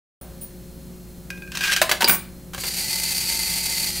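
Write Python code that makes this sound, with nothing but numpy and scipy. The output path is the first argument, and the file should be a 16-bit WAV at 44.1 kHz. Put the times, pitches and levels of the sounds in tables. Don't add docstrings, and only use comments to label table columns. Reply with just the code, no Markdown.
import sys
import numpy as np
from scipy import signal
from scipy.fft import rfft, irfft, next_fast_len
from scipy.io import wavfile
from scipy.ndimage import map_coordinates

SR = 44100
rng = np.random.default_rng(int(sys.argv[2]) if len(sys.argv) > 2 else 0)


def persist_wave(psi):
    counts = np.round(np.clip(psi, -1, 1) * 32767).astype(np.int16)
    wavfile.write(sys.argv[1], SR, np.atleast_2d(counts).T)


N = 176400
TIME = np.arange(N) / SR


def amp(db):
    return 10 ** (np.asarray(db) / 20)


def unit(x):
    return x / np.sqrt(np.mean(x ** 2) + 1e-20)


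def noise(size=N):
    return rng.standard_normal(size)


def along(points, hz):
    freqs, values = np.transpose(points)
    return np.interp(np.log(hz + 1), np.log(freqs + 1), values)


def curve(points):
    return np.interp(TIME, *np.transpose(points))


def wobble(rate):
    return map_coordinates(noise(N // 20), [TIME * rate], mode="wrap")


def filtered(x, response):
    size = next_fast_len(N + SR // 2)
    return irfft(rfft(x, size) * response(np.fft.rfftfreq(size, 1 / SR)), size)[..., :N]


def convolved(x, impulse):
    return signal.fftconvolve(x, impulse / np.linalg.norm(impulse))[:N]


def colour(x, points, size=4096):
    cepstrum = irfft(np.log(amp(along(points, np.fft.rfftfreq(size, 1 / SR)))))
    cepstrum[1:size // 2] *= 2
    cepstrum[size // 2 + 1:] = 0
    return convolved(x, irfft(np.exp(rfft(cepstrum))))


def resonate(x, modes):
    return filtered(x, lambda f: sum(amp(db) * 1j * f * width / (hz * hz - f * f + 1j * f * width)
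                                     for hz, width, db in modes))


def decay(start, t60, rise=0.00022):
    age = np.maximum(TIME - start, 0)
    return np.exp(-np.log(1000) * age / t60) * (1 - np.exp(-age / rise))


def tone(hz, blur=0, rate=170):
    turns = np.cumsum(hz * np.ones(N)) / SR + rng.random()
    return np.sqrt(2) * np.sin(2 * np.pi * turns + (blur * wobble(rate) if blur else 0))


def uneven():
    return amp(4 * np.clip(noise(), -2, 2))


def slips(rate):
    return unit(uneven() * (rng.random(N) < rate / SR) * np.sign(noise()))


def stroke(points):
    return amp(curve(points)) * (TIME > points[0][0]) * (TIME < points[-1][0])


# f/Hz, rms level/dB
HUM_TONES = [(59.6, -46.5), (119.8, -62), (179.9, -46), (236.9, -57), (360.2, -51), (539.5, -57.5),
             (4200, -66.5)]
# f/Hz, level/dB
AIR_SPECTRUM = [(22, -6.5), (100, -6), (165, 0.5), (210, -6.5), (500, -18), (1000, -26), (2800, -31.5),
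                (4300, -30.5), (15500, -28.5)]


def room_tone(air_db=-43):
    hum = sum(amp(db + 1.64 * wobble(5.22)) * tone(hz + 0.87 * wobble(4.066)) for hz, db in HUM_TONES)
    return hum + amp(air_db) * unit(colour(noise(), AIR_SPECTRUM))


# t/s, level/dB, rise/s, t60/s
TINK_TOUCHES = [(.212, -39, 0.00099, 0.14), (0.41, -27, 0.0084, 0.15)]
# f/Hz, width/Hz, level/dB
GLASSY_MODES = [(9506, 320, 5.5), (15100, 340, 6)]


def tinks(brush_db=-15, rustle_db=-48.5):
    ring = unit(resonate(resonate(noise(), GLASSY_MODES), GLASSY_MODES))
    brush = amp(brush_db) * noise()
    touches = sum(amp(db) * decay(start, t60, rise) for start, db, rise, t60 in TINK_TOUCHES)
    rustle = unit(resonate(noise(), [(616, 308, 0)])) * decay(TINK_TOUCHES[0][0], t60=0.98)
    return (ring + brush) * touches + amp(rustle_db) * rustle


# t/s, ring level/dB, crack level/dB
LEVER_TICKS = [(1.303, -21.5, -22.5), (1.376, -37, -38), (1.4212, -27, -38), (1.4752, -31, -41),
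               (1.5185, -28, -25), (1.552, -24, -19.5), (1.572, -29, -15.5), (1.6084, -17.5, -18.5),
               (1.637, -11, -18.5), (1.714, -21, -17), (1.7201, -28, -9.5), (1.729, -29, -11),
               (1.735, -16.5, -10.5), (1.763, -36, -10)]
# f/Hz, level/dB, t60/s
LEVER_MODES = [(1599, -5.5, 0.19), (2480, 0, 0.12)]
# t/s, level/dB
LEVER_FRICTION = [(1.51, -51), (1.55, -32), (1.605, -31.5), (1.635, -21.5), (1.728, -22), (1.756, -38),
                  (1.772, -18.5), (1.815, -43)]
# f/Hz, level/dB
LEVER_SPECTRUM = [(180, -59), (400, -21), (1350, -8), (1590, -1), (2100, -6), (2750, -3.5), (5200, -8),
                  (15500, -21)]


def lever(crack_db=-2, crack_t60=0.023, ring_db=-8, rasp_db=-4, sing_db=-5):
    ring = 0
    for hz, mode_db, t60 in LEVER_MODES:
        energy = sum((amp(db) * decay(start, t60)) ** 2 for start, db, _ in LEVER_TICKS)
        ring += amp(mode_db) * tone(hz, blur=.45) * np.sqrt(energy)
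    force = stroke(LEVER_FRICTION)
    sing = force * tone(LEVER_MODES[0][0], blur=.6) * amp(3 * wobble(80))
    blows = sum(amp(db) * decay(start, crack_t60) for start, _, db in LEVER_TICKS)
    cracks = amp(crack_db) * blows * noise()
    rasp = amp(rasp_db) * force * slips(rate=3000)
    return colour(cracks + rasp, LEVER_SPECTRUM) + amp(ring_db) * ring + amp(sing_db) * sing


# t/s, crack level/dB, crack t60/s, ring f/Hz, ring level/dB, ring t60/s
PART_KNOCKS = [(1.8157, -7, 0.035, 633, -11, 0.058), (1.8216, -19, 0.076, 1040, -22, 0.095),
               (1.893, -16.5, 0.069, 620, -31.5, 0.27), (1.9136, -11.5, 0.071, 1695, -21, .05),
               (2.0067, -17.5, 0.11, 1525, -25.5, 0.24), (2.0214, -9, 0.0087, 923, -20, 0.19),
               (2.029, -12, 0.011, 262, -29, .12), (2.044, -7.5, 0.015, 4830, -8, 0.03),
               (2.076, -18, 0.083, 2326, -20, 0.15), (2.095, -9.5, 0.021, 1517, -16, 0.058),
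               (2.534, -31, 0.11, 1600, -39, 0.16), (2.547, -22, 0.011, 1084, -39, 0.075),
               (2.579, -28.5, 0.057, 93, -29.5, 0.084), (2.636, -25.5, 0.11, 964, -39, 0.035)]
# f/Hz, level/dB
BRICK_SPECTRUM = [(190, -54), (330, -2.5), (599, -4), (1400, -0.5), (3050, -4), (3940, -2.5), (5620, -9),
                  (15500, -14)]


def knocks():
    blows = sum(amp(db) * decay(start, t60) for start, db, t60, *_ in PART_KNOCKS)
    rings = sum(amp(db) * decay(start, t60, rise=.5 / hz) * tone(hz, blur=.7, rate=5 * np.sqrt(hz))
                for start, _, _, hz, db, t60 in PART_KNOCKS)
    return colour(blows * noise(), BRICK_SPECTRUM) + rings


# t/s, level/dB
FINGER_FORCE = [(2.07, -47), (2.085, -9), (2.098, -8.5), (2.157, -17.5), (2.18, -39)]
# f/Hz, level/dB
FINGER_SPECTRUM = [(100, -11.5), (230, -1.5), (500, -9.5), (930, -6), (2300, -6.5), (3200, -19.5),
                   (8400, -12), (9000, 1.5), (11000, -14), (14000, -6.5), (15000, 4.5)]


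def finger_drag():
    return colour(stroke(FINGER_FORCE) * slips(rate=5500), FINGER_SPECTRUM)


# t/s, level/dB
MOTOR_LEVEL = [(2.56, -22), (2.608, -2.5), (2.635, -9), (2.68, -1), (2.72, -5), (2.758, -.5), (2.83, -2),
               (3.2, 0), (3.88, -.5), (3.92, -6), (3.97, -2.5)]
# t/s, f/Hz
SHAFT_SPEED = [(2.55, 45), (2.68, 74), (2.76, 80), (2.88, 88.5), (3.1, 89.8), (3.85, 89.7), (3.92, 84)]
# multiple of the shaft rate, level/dB
GEAR_TONES = [(10, -23.5), (23, -18.5), (28, -22.5), (30, -28), (50, -12.5), (52, -22)]
# f/Hz, level/dB
HOUSING_SPECTRUM = [(240, -29), (400, -22), (886, -13), (1020, -24), (1880, -14.5), (2090, -6.5),
                    (3620, -13), (4100, -8), (9650, -6), (10700, -15), (12100, -6), (15500, -20)]
# f/Hz, width/Hz, level/dB
HOUSING_MODES = [(2075, 24, -3), (4467, 75, 1.5), (4726, 190, 3), (9410, 200, -5.5)]


def motor(motor_db=-26, chatter_db=-7, hiss_db=-3.5, ring_db=-7, whine_db=1,
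          teeth=10, gear_ratio=11, full_speed_hz=89.7, singing_span_hz=10, treble_hz=8400):
    speed = curve(SHAFT_SPEED) * (1 + .0035 * wobble(20))
    turns = np.cumsum(speed) / SR
    running_db = curve(MOTOR_LEVEL)
    level = amp(motor_db + running_db) * (TIME > MOTOR_LEVEL[0][0])

    contacts = np.diff(np.floor(teeth * turns + .15 * wobble(900)), prepend=0) > 0
    chatter = unit(contacts * np.sign(noise()) * uneven())
    slow_gear_angle = 2 * np.pi * (turns / gear_ratio + rng.random())
    binding_db = .8 * (np.sin(slow_gear_angle) + np.sin(2 * slow_gear_angle))
    load = amp(1.3 * wobble(160) + binding_db)
    drive = load * (amp(chatter_db) * chatter + amp(hiss_db) * noise())

    ring = unit(resonate(drive * amp(2 * wobble(150)), HOUSING_MODES))
    rattle = colour(drive, HOUSING_SPECTRUM) + amp(ring_db) * ring
    treble = filtered(rattle, lambda hz: hz ** 4 / (hz ** 4 + treble_hz ** 4))
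    rattle += treble * (amp(0.084 * running_db) - 1)

    gears = sum(amp(db + 3 * wobble(50)) * tone(order * speed, blur=order * .016, rate=160)
                for order, db in GEAR_TONES)
    on_resonance = 1 / (1 + ((speed - full_speed_hz) / singing_span_hz) ** 2)
    whine = amp(whine_db) * on_resonance * load * gears
    return level * rattle, level * whine


# f/Hz, t60/s
ROOM_DECAY = [(200, 0.29), (3000, 0.37), (15000, 0.26)]


def room(direct, wall_delay_s=0.0049, wall_db=-7.5, tail_db=-7.5):
    hz, t, spectrum = signal.stft(noise(SR // 2), SR, nperseg=256)
    fade = np.exp(-np.log(1000) * t / along(ROOM_DECAY, hz)[:, None])
    _, tail = signal.istft(spectrum * fade, SR, nperseg=256)
    delayed = filtered(direct, lambda f: np.exp(-2j * np.pi * f * wall_delay_s))
    wall = convolved(delayed, noise(40))
    return direct + amp(wall_db) * wall + amp(tail_db) * convolved(direct, tail)


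def scene(side_db=-19.5, rumble_db=-58):
    rattle, whine = motor()
    handling = tinks() + lever() + knocks() + finger_drag()
    mid = room(handling + rattle / 2) + rattle / 2 + whine + room_tone()
    scatter = convolved(mid, noise(600))
    rumble = unit(resonate(noise(), [(50, 50, 0)]))
    side = amp(side_db) * scatter + amp(rumble_db) * rumble
    return np.array([mid + side, mid - side])


def record(dry, open_s=.2125, rise_s=0.00088, top_hz=15780):
    gate = curve([(open_s - rise_s, 0), (open_s, 1)])
    return filtered(dry * gate, lambda hz: np.clip((top_hz - hz) / 150 + .5, 0, 1))


dry = scene()
out = record(dry)
persist_wave(out)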